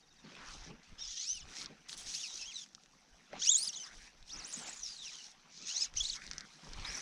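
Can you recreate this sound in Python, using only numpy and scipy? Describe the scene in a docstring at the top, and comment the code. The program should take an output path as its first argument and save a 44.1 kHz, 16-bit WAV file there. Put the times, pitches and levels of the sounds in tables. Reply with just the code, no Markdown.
"""Ribbed fly line zips through a rod's guides as it is hauled: gliding tones with harmonics, over friction
hiss. The line ticks on the rod (damped sines); the rod swishes (shaped noise, fuzzy gliding tones). Light wind
buffets the microphone (gusty low noise); water plops among rocks and one low knock (rising damped sines) sound
over the steady hush of lake and forest (shaped noise); a bird trills faintly (whistles)."""
import sys
import numpy as np
from scipy import signal
from scipy.fft import rfft, irfft, next_fast_len
from scipy.io import wavfile
from scipy.ndimage import uniform_filter1d, map_coordinates

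SR = 44100
rng = np.random.default_rng(int(sys.argv[2]) if len(sys.argv) > 2 else 0)


def put_to_file(sound):
    """Save the sound as 16-bit audio at rate SR, in the file named by the first command-line argument."""
    columns = np.atleast_2d(sound).T  # one column per channel
    safe = np.clip(columns, -1, 1)
    whole_steps = np.round(safe * 32767)
    wavfile.write(sys.argv[1], SR, whole_steps.astype(np.int16))


N = 309444


def amp(db):
    """Gain of a level in dB."""
    return 10 ** (np.asarray(db) / 20)


def unit(x):
    """x at rms 1."""
    return x / np.sqrt(np.mean(x ** 2) + 1e-20)


def wobble(rate_hz, size=N):
    """Smooth random curve with rate_hz knots a second."""
    knots = rng.standard_normal(size // 32 + 4)
    return map_coordinates(knots, [np.arange(size) * rate_hz / SR])


def filtered(x, response):
    """x times a response of frequency in Hz."""
    m = next_fast_len(N + 8192)
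    return irfft(rfft(x, m) * response(np.fft.rfftfreq(m, 1 / SR)), m)[..., :N]


def noise(spectrum, patchy_db, grit_db):
    """Coloured noise of rms 1 with fast lumps and time-frequency patches of random gain."""
    gritty = rng.standard_normal(N) * amp(grit_db * wobble(400))
    z = signal.stft(gritty, nperseg=512)[2]
    field = uniform_filter1d(rng.standard_normal(z.shape), 5, 0)
    field = uniform_filter1d(field, 6, 1)
    x = signal.istft(z * amp(patchy_db * unit(field)), nperseg=512)[1][:N]
    f, db = np.transpose(spectrum)
    return unit(filtered(x, lambda hz: amp(np.interp(np.log(hz + 1), np.log(f + 1), db, -120, -120))))


def swells(events, base_db):
    """Gain over time: bell-shaped swells adding their power to a base level."""
    s, half_s, db = np.transpose(events)[:, :, None]
    t = np.arange(0, N, 32) / SR
    power = amp(db) ** 2 * np.exp(-((t - s) / half_s) ** 2 * 2)
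    return np.repeat(np.sqrt(power.sum(0) + amp(base_db) ** 2), 32)[:N]


def pings(events, cycles, rise, crack, onset):
    """Damped sines gliding up, with a noise share; onset and decay constants are in cycles."""
    out, t = np.zeros(N + SR), np.arange(SR // 10) / SR
    for s, db, hz in events:
        ring = np.sin(2 * np.pi * hz * t * (1 + rise * hz * t))
        ring = ring + crack * rng.standard_normal(len(t))
        shape = ring * np.exp(-t * hz / cycles) * (1 - np.exp(-t * hz / onset))
        out[round(s * SR):][:len(t)] += amp(db) * shape / np.abs(shape).max()
    return out[:N]


def wind():
    """Lumpy pressure on the microphone: deep buffets and a quicker flutter, each in gusts."""
    # Relative spectra. Each row: frequency in Hz, density in dB per Hz.
    buffet_spectrum = [(8.8, -79), (15, 3.5), (35, 0), (120, -19), (160, -22.5), (260, -120)]
    flutter_spectrum = [(65, -31), (110, -8.5), (157, 9), (225, 3), (340, -3), (500, -6), (650, -10),
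                        (1100, -120)]
    # Gusts. Each row: peak in seconds, half length in seconds, level in dB.
    buffet_gusts = [(0, 0.3, -72), (.55, 0.18, -59.5), (.75, 0.022, -65), (.925, 0.023, -40),
                    (1.05, 0.15, -60), (1.43, 0.071, -45.5), (1.65, .08, -61.5), (2.04, 0.053, -53.5),
                    (3.13, 0.024, -60), (2.4, 0.12, -79), (4.0, 0.082, -62), (4.23, 0.017, -53.5),
                    (4.36, .05, -58), (5.92, 0.075, -57), (6.0, .06, -43), (6.12, 0.11, -56.5),
                    (6.3, 0.12, -58), (6.77, 0.084, -47), (6.92, 0.071, -53)]
    flutter_gusts = [(.265, 0.019, -57.5), (.35, 0.05, -57.5), (.5, 0.31, -63.5), (.72, 0.055, -53),
                     (.925, 0.017, -59.5), (1.46, 0.087, -63.5), (1.65, 0.075, -56.5), (2.04, 0.15, -69),
                     (3.36, .05, -60), (3.7, 0.072, -73), (3.95, 0.059, -67), (4.38, 0.053, -58.5),
                     (4.55, 0.18, -66), (5.62, 0.045, -59.5), (5.93, 0.018, -71), (6.28, 0.23, -64),
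                     (6.88, 0.25, -58)]
    lull_db, stir_db = -75.5, -75.5  # buffet and flutter between gusts
    buffet = unit(amp(4.2 * wobble(9.8)) * noise(buffet_spectrum, patchy_db=-2.5, grit_db=-1.0))
    flutter = unit(amp(3.5 * wobble(25)) * noise(flutter_spectrum, patchy_db=2.0, grit_db=3.0))
    return swells(buffet_gusts, lull_db) * buffet + swells(flutter_gusts, stir_db) * flutter


def lake():
    """Steady hush of lake and forest as shaped noise; plops and a knock as rising damped sines."""
    # Relative spectrum of the hush. Each row: frequency in Hz, density in dB per Hz.
    hush_spectrum = [(59, -26), (100, -13), (218, 7.5), (564, -25), (758, 8), (1130, -18), (1400, -0.5),
                     (3390, -29), (5870, 5), (8410, -33), (9740, -18), (13400, -24), (15500, -80)]
    # Plops among the rocks, and a low knock near 3.33 s.
    # Each row: start in seconds, peak in dB, starting pitch in Hz.
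    plops_and_knock = [(0.24, -48, 232), (0.278, -54.5, 270), (0.709, -49, 220), (2.78, -55.5, 1250),
                       (2.936, -59.5, 1080), (3.144, -62, 680), (3.331, -39, 568), (3.338, -40.5, 770),
                       (3.362, -45.5, 740), (4.572, -52, 225), (6.451, -51, 1420)]
    hush_db = -74.5
    hush = amp(hush_db) * noise(hush_spectrum, patchy_db=1.4, grit_db=.6)
    return hush + pings(plops_and_knock, cycles=3.7, rise=0.0032, crack=0.0082, onset=0.35)


def swish():
    """Broad turbulence of the rod, plus vortices shed by the rod itself: fuzzy tones that glide."""
    # Vortex tones. Each row: start, end in seconds, level in dB before gain and fuzz, from Hz, to Hz.
    shedding = [(.36, 0.53, -57, 1600, 1306), (3.827, 3.949, -59, 1320, 1980),
                (3.98, 4.113, -61.5, 1900, 2260), (6.147, 6.268, -56, 1400, 2190),
                (6.305, 6.455, -57, 1787, 1726), (6.837, 7.036, -52, 2110, 1890)]
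    # Rod strokes. Each row: fastest at seconds, half length in seconds, level in dB before gain.
    strokes = [(.45, 0.21, -61), (.28, 0.036, -67.5), (.67, 0.069, -62.5), (.92, 0.25, -70),
               (1.6, 0.16, -61), (2.0, .15, -62.5), (2.35, 0.27, -68), (3.36, 0.056, -59.5),
               (3.7, 0.58, -67.5), (4.4, 0.09, -60), (4.64, 0.12, -57.5), (5.1, 0.63, -69.5),
               (5.8, 0.1, -64), (6.25, 0.68, -68), (6.86, 0.19, -55.5)]
    # Relative spectrum of the turbulence. Each row: frequency in Hz, density in dB per Hz.
    air_spectrum = [(210, -1.5), (350, -5), (656, -5), (746, -1), (2490, -1), (3850, -5.5), (6110, -12.5),
                    (7500, -24), (9750, -46), (16500, -120)]
    calm_db = -78.5  # between strokes, before gain
    rod_gain_db, shed_gain_db = 4.5, 2
    t, fuzz, tone = np.arange(N) / SR, unit(wobble(1100)), 0
    for start, end, db, from_hz, to_hz in shedding:
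        u = np.clip((t - start) / (end - start), 0, 1)
        turns = np.cumsum(from_hz + (to_hz - from_hz) * u) / SR
        tone = tone + amp(db + shed_gain_db) * np.sin(np.pi * u) ** 0.23 * np.sin(2 * np.pi * turns)
    rod = swells(strokes, calm_db) * noise(air_spectrum, patchy_db=3.0, grit_db=2.0)
    return amp(rod_gain_db) * rod + fuzz * tone


def rubbing():
    """Gritty friction noise ringing in the small steel guides: each slide rises, drifts and dies."""
    # Slides of the line. Each row: start in seconds, end in seconds, hiss at start and at end in dB
    # before grip, rise in seconds, bright edge in dB against hiss.
    slides = [(0.295, 0.7, -44.5, -62.5, 0.24, -16), (0.822, .89, -64.5, -74, .01, -36),
              (0.97, 1.255, -52.5, -48.5, 0.024, -24), (1.237, 1.396, -50, -53, 0.028, -15),
              (1.484, 1.643, -36.5, -51.5, 0.13, -12.5), (1.879, 1.948, -47.5, -52.5, 0.0096, -8.5),
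              (1.962, 2.037, -48, -56, 0.015, -4.5), (2.018, 2.279, -48, -47.5, 0.049, -10.5),
              (2.27, 2.642, -49.5, -53, .03, -16), (3.349, 3.488, -48, -42, 0.056, -25),
              (3.443, 3.693, -47.5, -46.5, 0.013, -5), (3.704, 3.87, -54.5, -52.5, 0.018, -13),
              (3.855, 4.105, -63, -62, .02, -11), (4.23, 4.64, -60, -50, 0.06, -10.5),
              (4.634, 4.826, -48.5, -57, 0.026, -10.5), (4.822, 5.316, -50, -56, 0.012, -16.5),
              (5.464, 5.73, -57.5, -45, 0.072, -31), (5.656, 5.854, -49, -42, 0.018, -16.5),
              (5.939, 6.164, -48, -48.5, 0.024, -15.5), (6.163, 6.435, -56, -65, 0.038, -13),
              (6.427, 6.81, -65.5, -62.5, 0.023, -12.5), (6.796, 7.044, -36, -54.5, 0.18, -9.5)]
    # Relative spectra. Each row: frequency in Hz, density in dB per Hz.
    hiss_spectrum = [(1180, -25), (2000, -19.5), (4070, -4.5), (4390, -7.5), (4680, -4.5), (5900, -1.5),
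                     (6290, -3), (7360, -16.5), (9000, -29), (11700, -75), (19800, -120)]
    edge_spectrum = [(4590, -33.5), (7800, -15.5), (8880, -20), (9960, -20.5), (11400, -39), (14300, -41),
                     (15500, -55)]
    ring_spectrum = [(3600, -43), (4500, -28.5), (5300, 1), (6000, 0), (6700, 8.5), (7200, -26),
                     (8000, -71)]
    lift_s, slack_db = 0.041, -73  # dying time scale as the line lifts; slack-line hiss before grip
    ring_db, ring_grows = -43.5, 2.3  # ringing equals hiss at this level and grows faster, dB per dB
    t = np.arange(N) / SR
    hiss_power, edge_power = amp(2 * slack_db), amp(2 * (slack_db - 12.5))
    for start, end, from_db, to_db, rise_s, edge_db in slides:
        rising = np.clip(1 - (t - start) / rise_s, 0, 9)
        dying = np.clip((t - end) / lift_s, 0, 9) ** 0.82
        level_db = np.interp(t, [start, end], [from_db, to_db]) - 25 * (rising + dying)
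        power = amp(2 * level_db)
        hiss_power = hiss_power + power
        edge_power = edge_power + power * amp(2 * edge_db)
    grip = amp(1.5 * wobble(40) + 1.2 * wobble(12))
    ring_gain = amp(ring_db) * (hiss_power / amp(2 * ring_db)) ** (ring_grows / 2)
    ring = ring_gain * noise(ring_spectrum, patchy_db=0.5, grit_db=3)
    hiss = np.sqrt(hiss_power) * noise(hiss_spectrum, patchy_db=2, grit_db=2.5)
    edge = np.sqrt(edge_power) * noise(edge_spectrum, patchy_db=2, grit_db=2.5)
    return grip * (ring + hiss + edge)


def bird():
    """Trill: each note is a falling whistle, then a lower, nearly steady one."""
    # Trill notes. Each row: start in seconds, level in dB.
    trill = [(.004, -66), (.082, -64.5), (0.16, -64), (0.241, -63.5), (.322, -63)]
    # Parts of a note. Each row: start in seconds, length in seconds, from Hz, to Hz.
    note_parts = [(0, 0.017, 5050, 4280), (0.02, 0.028, 3820, 3650)]
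    out = np.zeros(N)
    for s, db in trill:
        for start, length_s, from_hz, to_hz in note_parts:
            u = np.arange(round(length_s * SR)) / (length_s * SR)
            tone = np.sin(2 * np.pi * np.cumsum(from_hz + (to_hz - from_hz) * u) / SR)
            out[round((s + start) * SR):][:len(u)] += amp(db) * np.sin(np.pi * u) ** 0.71 * tone
    return out


def ticks():
    """Dry slaps of the line on the rod, each with a short scattered answer from the rocks."""
    # Slaps. Each row: start in seconds, peak in dB before filter and gain, pitch in Hz.
    single_slaps = [(0.237, -54, 1798), (0.2828, -57, 2540), (0.3154, -50, 2760), (0.3523, -37.5, 2620),
                    (0.571, -51, 4970), (0.675, -61, 3000), (0.7028, -50, 4500), (0.833, -52, 4660),
                    (1.6598, -27, 5340), (1.8946, -28, 5000), (1.9297, -30, 4100), (1.9394, -35, 4700),
                    (1.9694, -37, 6100), (1.9818, -44, 6500), (2.011, -35, 5160), (2.0936, -47, 6430),
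                    (2.662, -39.5, 5900), (2.6888, -47, 6500), (2.7322, -47, 6770), (2.7493, -33.5, 5800),
                    (2.8363, -46, 6700), (2.86, -42, 5800), (3.331, -38.5, 1780), (3.352, -50, 1400),
                    (4.2273, -44.5, 3800), (4.6406, -49, 4430), (5.9396, -35, 6340), (6.22, -37, 2260),
                    (6.2402, -34, 5170), (6.2662, -31, 4930), (6.2767, -38, 4150), (6.3131, -24, 5660),
                    (6.3338, -29.5, 5130), (6.3818, -23.5, 6060), (6.408, -25.5, 4900), (6.6, -54, 5600),
                    (6.635, -46, 5970), (6.7342, -31.5, 4220)]
    # A run of quick slaps: first and last in seconds, before jitter.
    rattle_span_s = (1.556, 1.643)
    rattle_db, rattle_hz = -33, 5200  # centres of the random spread, before filter and gain
    u = rng.uniform(-1, 1, size=(14, 3))
    rattle_s = np.linspace(*rattle_span_s, len(u)) + .003 * u[:, 0]
    rattle = zip(rattle_s, rattle_db + 5 * u[:, 1], rattle_hz * (1 + .15 * u[:, 2]))
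    slaps = pings([*single_slaps, *rattle], cycles=1.5, rise=.001, crack=.8, onset=0.2)
    t = np.arange(SR // 100) / SR
    scatter = amp(-19 - 60 * t / .03) * rng.standard_normal(len(t))
    slaps = filtered(slaps, lambda hz: hz ** 2 / (hz ** 2 + 1500 ** 2) / (1 + (hz / 7200) ** 8))
    return amp(6) * slaps + signal.fftconvolve(slaps, scatter)[:N]


def zips():
    """Ribs strike the guides at a rate set by sliding speed: a gliding tone with harmonics."""
    # One table per zip or part of a zip. Each row: time in seconds, rib rate in Hz, pressure on the
    # guides in dB before bounce and guide colour, overtones in dB against the rib tone.
    zip_parts = [
        [(0.985, 1685, -51, -2), (1.02, 1880, -46.5, 5), (1.05, 1680, -59, 15), (1.1, 2050, -41, -11),
         (1.135, 1900, -48, -3), (1.165, 1800, -41, -9), (1.23, 2205, -45, 3), (1.27, 2600, -43.5, 2),
         (1.3, 2980, -45.5, 11.5), (1.335, 3170, -48.5, 5.5), (1.375, 2850, -39, -14), (1.395, 2550, -45, -23),
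         (1.42, 1700, -44, -12)],
        [(1.3, 9400, -72, -17), (1.345, 10300, -48, -15), (1.38, 8600, -52, -10), (1.43, 3500, -56.5, -2)],
        [(2.06, 1600, -58, -14), (2.1, 2140, -62, 1), (2.13, 1670, -48, 3), (2.15, 2475, -40, 1),
         (2.17, 3080, -43.5, 2), (2.21, 3624, -44, -5), (2.25, 2565, -37, -3), (2.27, 2510, -36, -10),
         (2.285, 1950, -43, 1), (2.33, 1870, -52, 8)],
        [(2.37, 1917, -53, 6), (2.4, 2777, -43, -13), (2.43, 2570, -35, -9), (2.455, 2730, -40, -8),
         (2.475, 3280, -45, -6), (2.503, 3240, -43, -8), (2.53, 2180, -39, -8), (2.56, 1970, -51, 17),
         (2.6, 1760, -54, 8.5), (2.63, 1640, -51, 7)],
        [(3.4, 1155, -66, -28), (3.42, 1513, -31, -0.5), (3.45, 2230, -33, -0.5), (3.48, 2890, -29.5, 5.5),
         (3.5, 3440, -22, 1.5), (3.522, 3790, -22, 0), (3.552, 3220, -34, 12.5), (3.59, 4450, -29.5, 5),
         (3.612, 4340, -30.5, 1.5), (3.64, 5140, -36, 8), (3.668, 5150, -38, 2), (3.68, 4700, -28, 1),
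         (3.697, 2790, -42.5, 0.5)],
        [(3.733, 3110, -40, -6), (3.742, 4470, -34.5, -13), (3.76, 2990, -43.5, -1), (3.775, 3500, -36.5, -4),
         (3.79, 3100, -46, -4), (3.83, 3040, -46, -5), (3.845, 2560, -45.5, 3), (3.87, 1750, -44, 0)],
        [(4.28, 1997, -56, 1), (4.31, 3830, -43, -24), (4.335, 5880, -43.5, -11), (4.355, 4810, -49, -14),
         (4.38, 6920, -55, -15), (4.405, 4900, -40.5, -14), (4.435, 3960, -47, -8), (4.475, 8800, -42, -10),
         (4.495, 9800, -40, -15), (4.52, 9000, -49, -15)],
        [(4.53, 7800, -40.5, -15), (4.55, 6600, -38, -15), (4.59, 8800, -46, -15), (4.62, 7600, -36.5, -15),
         (4.66, 6800, -52, -10), (4.69, 8000, -39.5, -15), (4.73, 6950, -46.5, -15), (4.81, 6900, -52.5, -15)],
        [(4.825, 5940, -45.5, -15), (4.85, 5680, -41.5, -7), (4.9, 4660, -49, -13), (4.92, 4810, -44, -6),
         (4.94, 4620, -39, -26), (4.98, 3995, -47, -1), (5.02, 3640, -40, -22), (5.06, 2944, -41.5, -9.5),
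         (5.1, 2300, -38, -13), (5.15, 1596, -47, -1), (5.21, 1450, -43.5, -3.5)],
        [(5.6, 1156, -38, -16), (5.64, 1366, -38, -8), (5.665, 1120, -42, -9), (5.7, 1370, -47, 15),
         (5.74, 1670, -48, 3), (5.78, 2100, -41, 13), (5.8, 2350, -51, 10), (5.82, 2665, -36, 13),
         (5.835, 2500, -32, -2), (5.862, 1340, -37, -8)],
        [(5.96, 1850, -38, -12), (5.975, 3350, -27.5, 2), (5.993, 2540, -42.5, -1), (6.01, 3500, -22, -9),
         (6.03, 3290, -42, -2), (6.037, 4480, -34.5, -7), (6.048, 3400, -34.5, -12), (6.057, 4060, -32, -6),
         (6.073, 4420, -33, -14), (6.085, 3260, -39, -3), (6.098, 4620, -29, -15), (6.118, 2940, -41, -5),
         (6.131, 4060, -38.5, -2), (6.152, 1820, -30.5, -19), (6.167, 2200, -36, -12)],
        [(6.8, 2870, -41, -23), (6.83, 2600, -43, -25), (6.85, 3530, -35.5, -22), (6.865, 4930, -41.5, -7),
         (6.89, 5000, -39.5, -13), (6.91, 6000, -52, -15), (6.94, 5770, -41, -12), (6.97, 5550, -48.5, 1),
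         (7.012, 6100, -56, -13)],
    ]
    # Weave tone, second strand of line and harmonics, before guide colour. Each row, one zip or part:
    # dB at 1.5 (weave) and 1.72 (second strand) times the rib rate against the rib tone,
    # dB at 3 and 4 times against the octave.
    side_tones = [(-14, -4, 0, -31), (-30, -30, -30, -30), (-19, -9, -17, -12), (-23, -22, -10.5, -11),
                  (-43, -20, -3, -7), (-23, -30, -24, -28), (-14, -25, -20, -20), (-30, -30, -30, -41),
                  (-25, -25, -12, -21), (-22, -17, -3, -18), (-25, -29, -22, -25), (-24, -31, -25, -31)]
    # How much the line lifts off the guides: one value in dB per zip or part.
    bounce = [2, 2, 3.5, 3, 1.5, 3, 3, 5, 4.5, 1.2, 2.5, 6]
    # Multiples of the rib rate: ribs, octave, a weave tone at 1.5, a second strand of line at 1.72,
    # two higher harmonics.
    multiples = (1, 2, 1.5, 1.72, 3, 4)
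    # How the guides pass a tone. Each row: frequency in Hz, gain in dB.
    guide = [(1100, -34.5), (2000, -22.5), (3000, -9), (4500, -7), (6000, 3), (7500, -7.5), (10000, -15),
             (12500, -33)]
    dull_hz, fade_s = 7130, 0.0039
    out, (f, guide_db) = np.zeros(N + SR), np.transpose(guide)
    for rows, side_db, bounce_db in zip(zip_parts, side_tones, bounce):
        s, *cols = np.transpose(rows)
        t = np.arange(s[0] - .006, s[-1] + 0.015, 1 / SR)
        size = len(t)
        hz, db, bright_db = [uniform_filter1d(np.interp(t, s, c), size=260) for c in cols]
        # a racing line skips over the guides
        skip = .0035 * bounce_db * (1 + .6 * (hz / 6000) ** 2)
        jitter = .7 * wobble(120, size) + 1.2 * wobble(700, size)
        turns = np.cumsum(hz * (1 + skip * jitter)) / SR
        fade = np.clip(np.minimum(t - t[0], t[-1] - t) / fade_s, 0, 1)
        for k, share_db in zip(multiples, (0, 0, *side_db)):
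            # several guides sound at once and beat
            beat = 1 + .55 * wobble(200 + 80 * bounce_db, size)
            # contact drops out briefly
            press_db = bounce_db * max(1, k / 2) * (1 - 1.5 * np.abs(wobble(45, size)))
            colour_db = np.interp(np.log(k * hz), np.log(f), guide_db, right=-120)
            if k not in (1, 2):  # the weaker tones lose their treble
                colour_db -= 10 * np.log10(1 + (k * hz / dull_hz) ** 16)
            level_db = db + (k >= 2) * bright_db + share_db + colour_db + press_db
            tone = beat * np.sin(2 * np.pi * k * turns)
            out[round(t[0] * SR):][:size] += fade * amp(level_db) * tone
    return out[:N]


def scene():
    """All sources summed, one channel."""
    return (wind() + lake() + swish() + rubbing() + bird() + ticks() + zips())[None]


def record(dry):
    """The converter mirrors treble faintly above half its sample rate; a band limit cuts the top."""
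    mirror_hz, image_db, top_hz = 12000, -27, 15870  # mirror_hz: half the converter's sample rate
    z, edge = rfft(dry), round(mirror_hz * N / SR)
    image = np.pad(np.conj(z[:, edge:edge // 2:-1]), ((0, 0), (edge, 0)))
    return filtered(dry + amp(image_db) * irfft(image, N), lambda hz: hz < top_hz)


dry = scene()
out = record(dry)
put_to_file(out)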